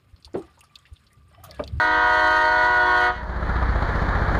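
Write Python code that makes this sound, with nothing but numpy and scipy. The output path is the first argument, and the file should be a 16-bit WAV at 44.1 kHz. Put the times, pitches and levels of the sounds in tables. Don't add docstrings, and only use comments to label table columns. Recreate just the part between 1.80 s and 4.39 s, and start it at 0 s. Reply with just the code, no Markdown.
import sys
import numpy as np
from scipy import signal
from scipy.fft import rfft, irfft
from scipy.io import wavfile
from scipy.ndimage import uniform_filter1d, map_coordinates

SR = 44100
rng = np.random.default_rng(int(sys.argv[2]) if len(sys.argv) > 2 else 0)


def int16_out(signal):
    q = np.round(np.clip(np.atleast_2d(signal).T, -1, 1) * 32767)
    wavfile.write(sys.argv[1], SR, q.astype(np.int16))


def convert_level_to_amplitude(level_db):
    exponent = np.asarray(level_db, float) / 20
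    return 10 ** exponent


N = 114219

CHIME_HZ = 311.02, 364.02, 486.9
LOW_CHIME = [-16, -5, 0, -2, -2, -6, -16, -26, -27, -19, -27, -23, -21, -21, -29, -40, -41, -45, -42, -39,
             -41, -45, -48, -57]
MID_CHIME = [-16, -6, -7, -11, -9, -25, -33, -29, -25, -38, -34, -31, -40, -47, -46, -41, -41, -48, -50,
             -53]
HIGH_CHIME = [-12, -2, 2, -7, -27, -27, -23, -28, -26, -38, -43, -40, -40, -43, -49]
# f/Hz, level/dB
FAINT_MULTIPLES = [(7300, -10), (8300, 3), (10000, 2), (12000, -3), (15700, -18.5)]
# t/s, low level/dB, middle level/dB, high level/dB, extra treble level/dB
BLAST = [
    (0, -9, -11, -6.5, 3.5),
    (.16, -7.5, -8.5, -6.5, -8),
    (.42, -7, -6.5, -7.5, 1.5),
    (.58, -5, -8.5, -7, 2),
    (.68, -9, -10, -8.5, 0),
    (.85, -11, -11, -6, -1.5),
    (1.001, -11.5, -6.5, -7, -3.5),
    (1.152, -10, -3, -6, -2.5),
    (1.27, -13, -7.5, -9.5, -1),
]
# f/Hz, level/dB
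MIXING_TONES = [(250, -28), (900, -37), (1200, 0.5), (1650, 0), (2100, -17), (2330, -34.5), (2600, -18.5),
                (4600, -19)]
# f/Hz, level per Hz/dB
HORN_AIR = [(250, -11), (800, -13), (1500, -3.5), (2000, -8), (2330, -20), (2700, -22.5), (4400, -18.5),
            (5200, -32)]
# f/Hz, level per Hz/dB
HORN_HISS = [(5200, -9), (6500, 2.5), (7600, -17.5), (9500, -13.5), (12500, -21.5), (15700, -30.5)]
# t/s (delay), level/dB, lowest f/Hz, highest f/Hz
ECHOES = [
    (.03, -17, 200, 2500),
    (.06, -21, 2500, 9000),
    (.112, -16, 1800, 9000),
    (.105, -20, 880, 1020),
    (.25, -18, 590, 650),
    (.23, -25, 920, 990),
]
EXHAUST = [-30, -12, -4, 0, -14, -7, -22, -23, -12, -23, -18, -18, -23, -27, -27, -28, -31, -32, -32, -34,
           -33, -32, -32, -24]
# f/Hz, level per Hz/dB
ROAR = [(20, 9.5), (80, -7), (200, -16.5), (330, -23), (1000, -21), (1700, -21.5), (2150, -33.5),
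        (2700, -50.5)]
# f/Hz, level per Hz/dB
HISS = [(2700, -9), (3100, -1.5), (4400, -1), (5200, -15.5), (6800, -16.5), (7700, -28), (9000, -25.5),
        (15700, -37)]


def horn(t):
    _, low_db, mid_db, high_db, treble_db = np.array(BLAST, float).T
    times = [row[0] for row in BLAST]
    low_db, mid_db, high_db, treble_db = (np.interp(t, times, x) for x in (low_db, mid_db, high_db, treble_db))
    shut = t - 1.3054
    after_shut = np.maximum(shut, 0)
    treble_db = treble_db + 1.5 * walk(140) - 707 * np.maximum(shut + .027, 0)

    low_tone, low_reed = chime(CHIME_HZ[0], LOW_CHIME, low_db, treble_db, after_shut)
    mid_tone, mid_reed = chime(CHIME_HZ[1], MID_CHIME, mid_db, treble_db, after_shut)
    high_tone, high_reed = chime(CHIME_HZ[2], HIGH_CHIME, high_db, treble_db, after_shut)
    mixed = (low_reed + mid_reed) * high_reed + .5 * low_reed * mid_reed

    sound = low_tone + mid_tone + high_tone + horn_air(mixed, treble_db) + horn_hiss(mixed, treble_db)
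    direct = sound * convert_level_to_amplitude(-419.5 * after_shut)
    return snow_notch(direct + echoes(direct, t))


def chime(hz, multiples_db, pressure_db, treble_db, after_shut):
    live = int(1.5 * SR)
    pitch = hz * (1 + .000319 * walk(6) - .002 * np.minimum(after_shut * 20, 1))
    phase = 2 * np.pi * (np.cumsum(pitch) / SR + rng.random())
    shimmer = [walk(14.2)[:live] for _ in range(12)]
    tone = np.zeros(N)
    for k in range(1, int(15700 / hz) + 1):
        if k <= len(multiples_db):
            own_db = multiples_db[k - 1]
        else:
            own_db = -53 + read(FAINT_MULTIPLES, k * hz)
        treble_share = min(k * hz / 8000, 1)
        own_db = own_db + treble_share * treble_db[:live] + 2.28 * shimmer[k % 12]
        tone[:live] += convert_level_to_amplitude(pressure_db[:live] + own_db) * np.sin(k * phase[:live] + 6 * np.sqrt(k))
    reed = sum(np.cos(k * phase + k * k / 5) / k ** .65 for k in range(1, 16))
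    return tone, reed


def horn_air(mixed, treble_db):
    mixing_tones = colour(mixed, MIXING_TONES) * convert_level_to_amplitude(-20 + 2 * walk(11))
    return mixing_tones + convert_level_to_amplitude(-20.5) * convert_level_to_amplitude(treble_db / 2) * noise(HORN_AIR, .95)


def horn_hiss(mixed, treble_db):
    pulses = 1 + .8 * np.tanh(level(mixed, 0))
    buzz = .67 * colour(mixed, HORN_HISS)
    return convert_level_to_amplitude(-46.5 + treble_db) * (noise(HORN_HISS, 1.2) * pulses + buzz)


def echoes(direct, t):
    out = np.zeros(N)
    for delay, db, low_hz, top_hz in ECHOES:
        drifting = t - delay + .0004 * walk(5)
        late = map_coordinates(direct, [drifting * SR], order=1, mode="mirror")
        band = signal.butter(2, [low_hz, top_hz], "band", fs=SR, output="sos")
        out = out + convert_level_to_amplitude(db) * signal.sosfilt(band, late)
    return out


def snow_notch(x):
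    notch_hz, width_hz = 2325, 170
    return signal.lfilter(*signal.iirnotch(notch_hz, notch_hz / width_hz, fs=SR), x)


def engine(t):
    since = t - 2.22
    turns = 15.19 * since + .018 * since ** 2 / 2
    roar = noise(ROAR, .5)
    low = signal.sosfilt(signal.butter(2, 200, fs=SR, output="sos"), roar)
    high = signal.sosfilt(signal.butter(2, 200, "high", fs=SR, output="sos"), roar)
    rumble = level(low, -32.5)
    rush = level(high, -26) + convert_level_to_amplitude(-48) * noise(HISS, 1.2)
    rush = rush * convert_level_to_amplitude(puffs(turns) + 2.5 * (t - 2))
    return (level(exhaust(turns), -21) + rumble + rush) * convert_level_to_amplitude(1.5 * (t - 3))


def exhaust(turns):
    thump = np.zeros(N)
    for k, db in enumerate(EXHAUST, start=1):
        strength = convert_level_to_amplitude(db + 2.12 * np.sqrt(k) / 2 * walk(7))
        stack_phase = 24 / k ** 2 - .5
        drift = .12 * max(k - 6, 0) * walk(9)
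        thump += strength * np.cos(2 * np.pi * k * turns + stack_phase + drift)
    return thump


def puffs(turns):
    late = turns - .06
    scatter = rng.standard_normal(99)[np.round(late).astype(int)]
    from_peak = (late + .5) % 1 - .5
    return np.exp(-.5 * (from_peak / .065) ** 2) * (4 + .8 * scatter)


def noise(table, flicker_db):
    spec, hz = shaped(rng.standard_normal(N), table)
    octave = np.log2(np.maximum(hz, 1) / 20)
    first = int(2 * np.log2(table[0][0] / 20)) / 2
    last = np.log2(table[-1][0] / 20)
    out = np.zeros(N)
    for centre in np.arange(first, last + .5, .5):
        band = irfft(spec * np.clip(1 - 2 * abs(octave - centre), 0, 1), N)
        out = out + band * convert_level_to_amplitude(flicker_db * walk(24))
    return level(out, 0)


def colour(x, table):
    return level(irfft(shaped(x, table)[0], N), 0)


def shaped(x, table):
    hz = np.arange(N // 2 + 1) * SR / N
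    inside = (hz >= table[0][0]) * (hz < table[-1][0])
    return rfft(x) * convert_level_to_amplitude(read(table, hz)) * inside, hz


def read(table, hz):
    table = np.array(table, float)
    return np.interp(np.log(np.maximum(hz, 1)), np.log(table[:, 0]), table[:, 1])


def walk(rate):
    k = int(SR / rate)
    steps = np.repeat(rng.standard_normal(400), k)
    return 1.3 * uniform_filter1d(uniform_filter1d(steps, k), k)[:N]


def level(x, db):
    return x * convert_level_to_amplitude(db) / np.sqrt(np.mean(x ** 2))


def scene():
    t = np.arange(N) / SR
    return (horn(t) + engine(t))[None]


def phone_gain(x):
    loud_db = 10 * np.log10(uniform_filter1d(x ** 2, int(.017 * SR)) + 1e-12)
    want_db = -.97 * np.maximum(loud_db + 17.5, 0)
    climb = 28 * np.arange(N) / SR
    gain_db = np.minimum.accumulate(want_db - climb) + climb
    return uniform_filter1d(gain_db, int(.13 * SR))


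def band_limit(x):
    return signal.sosfilt(signal.butter(12, 15750, fs=SR, output="sos"), x)


def record(dry):
    mix = dry * convert_level_to_amplitude(phone_gain(dry[0]))
    return band_limit(mix)


dry = scene()
out = record(dry)
int16_out(out)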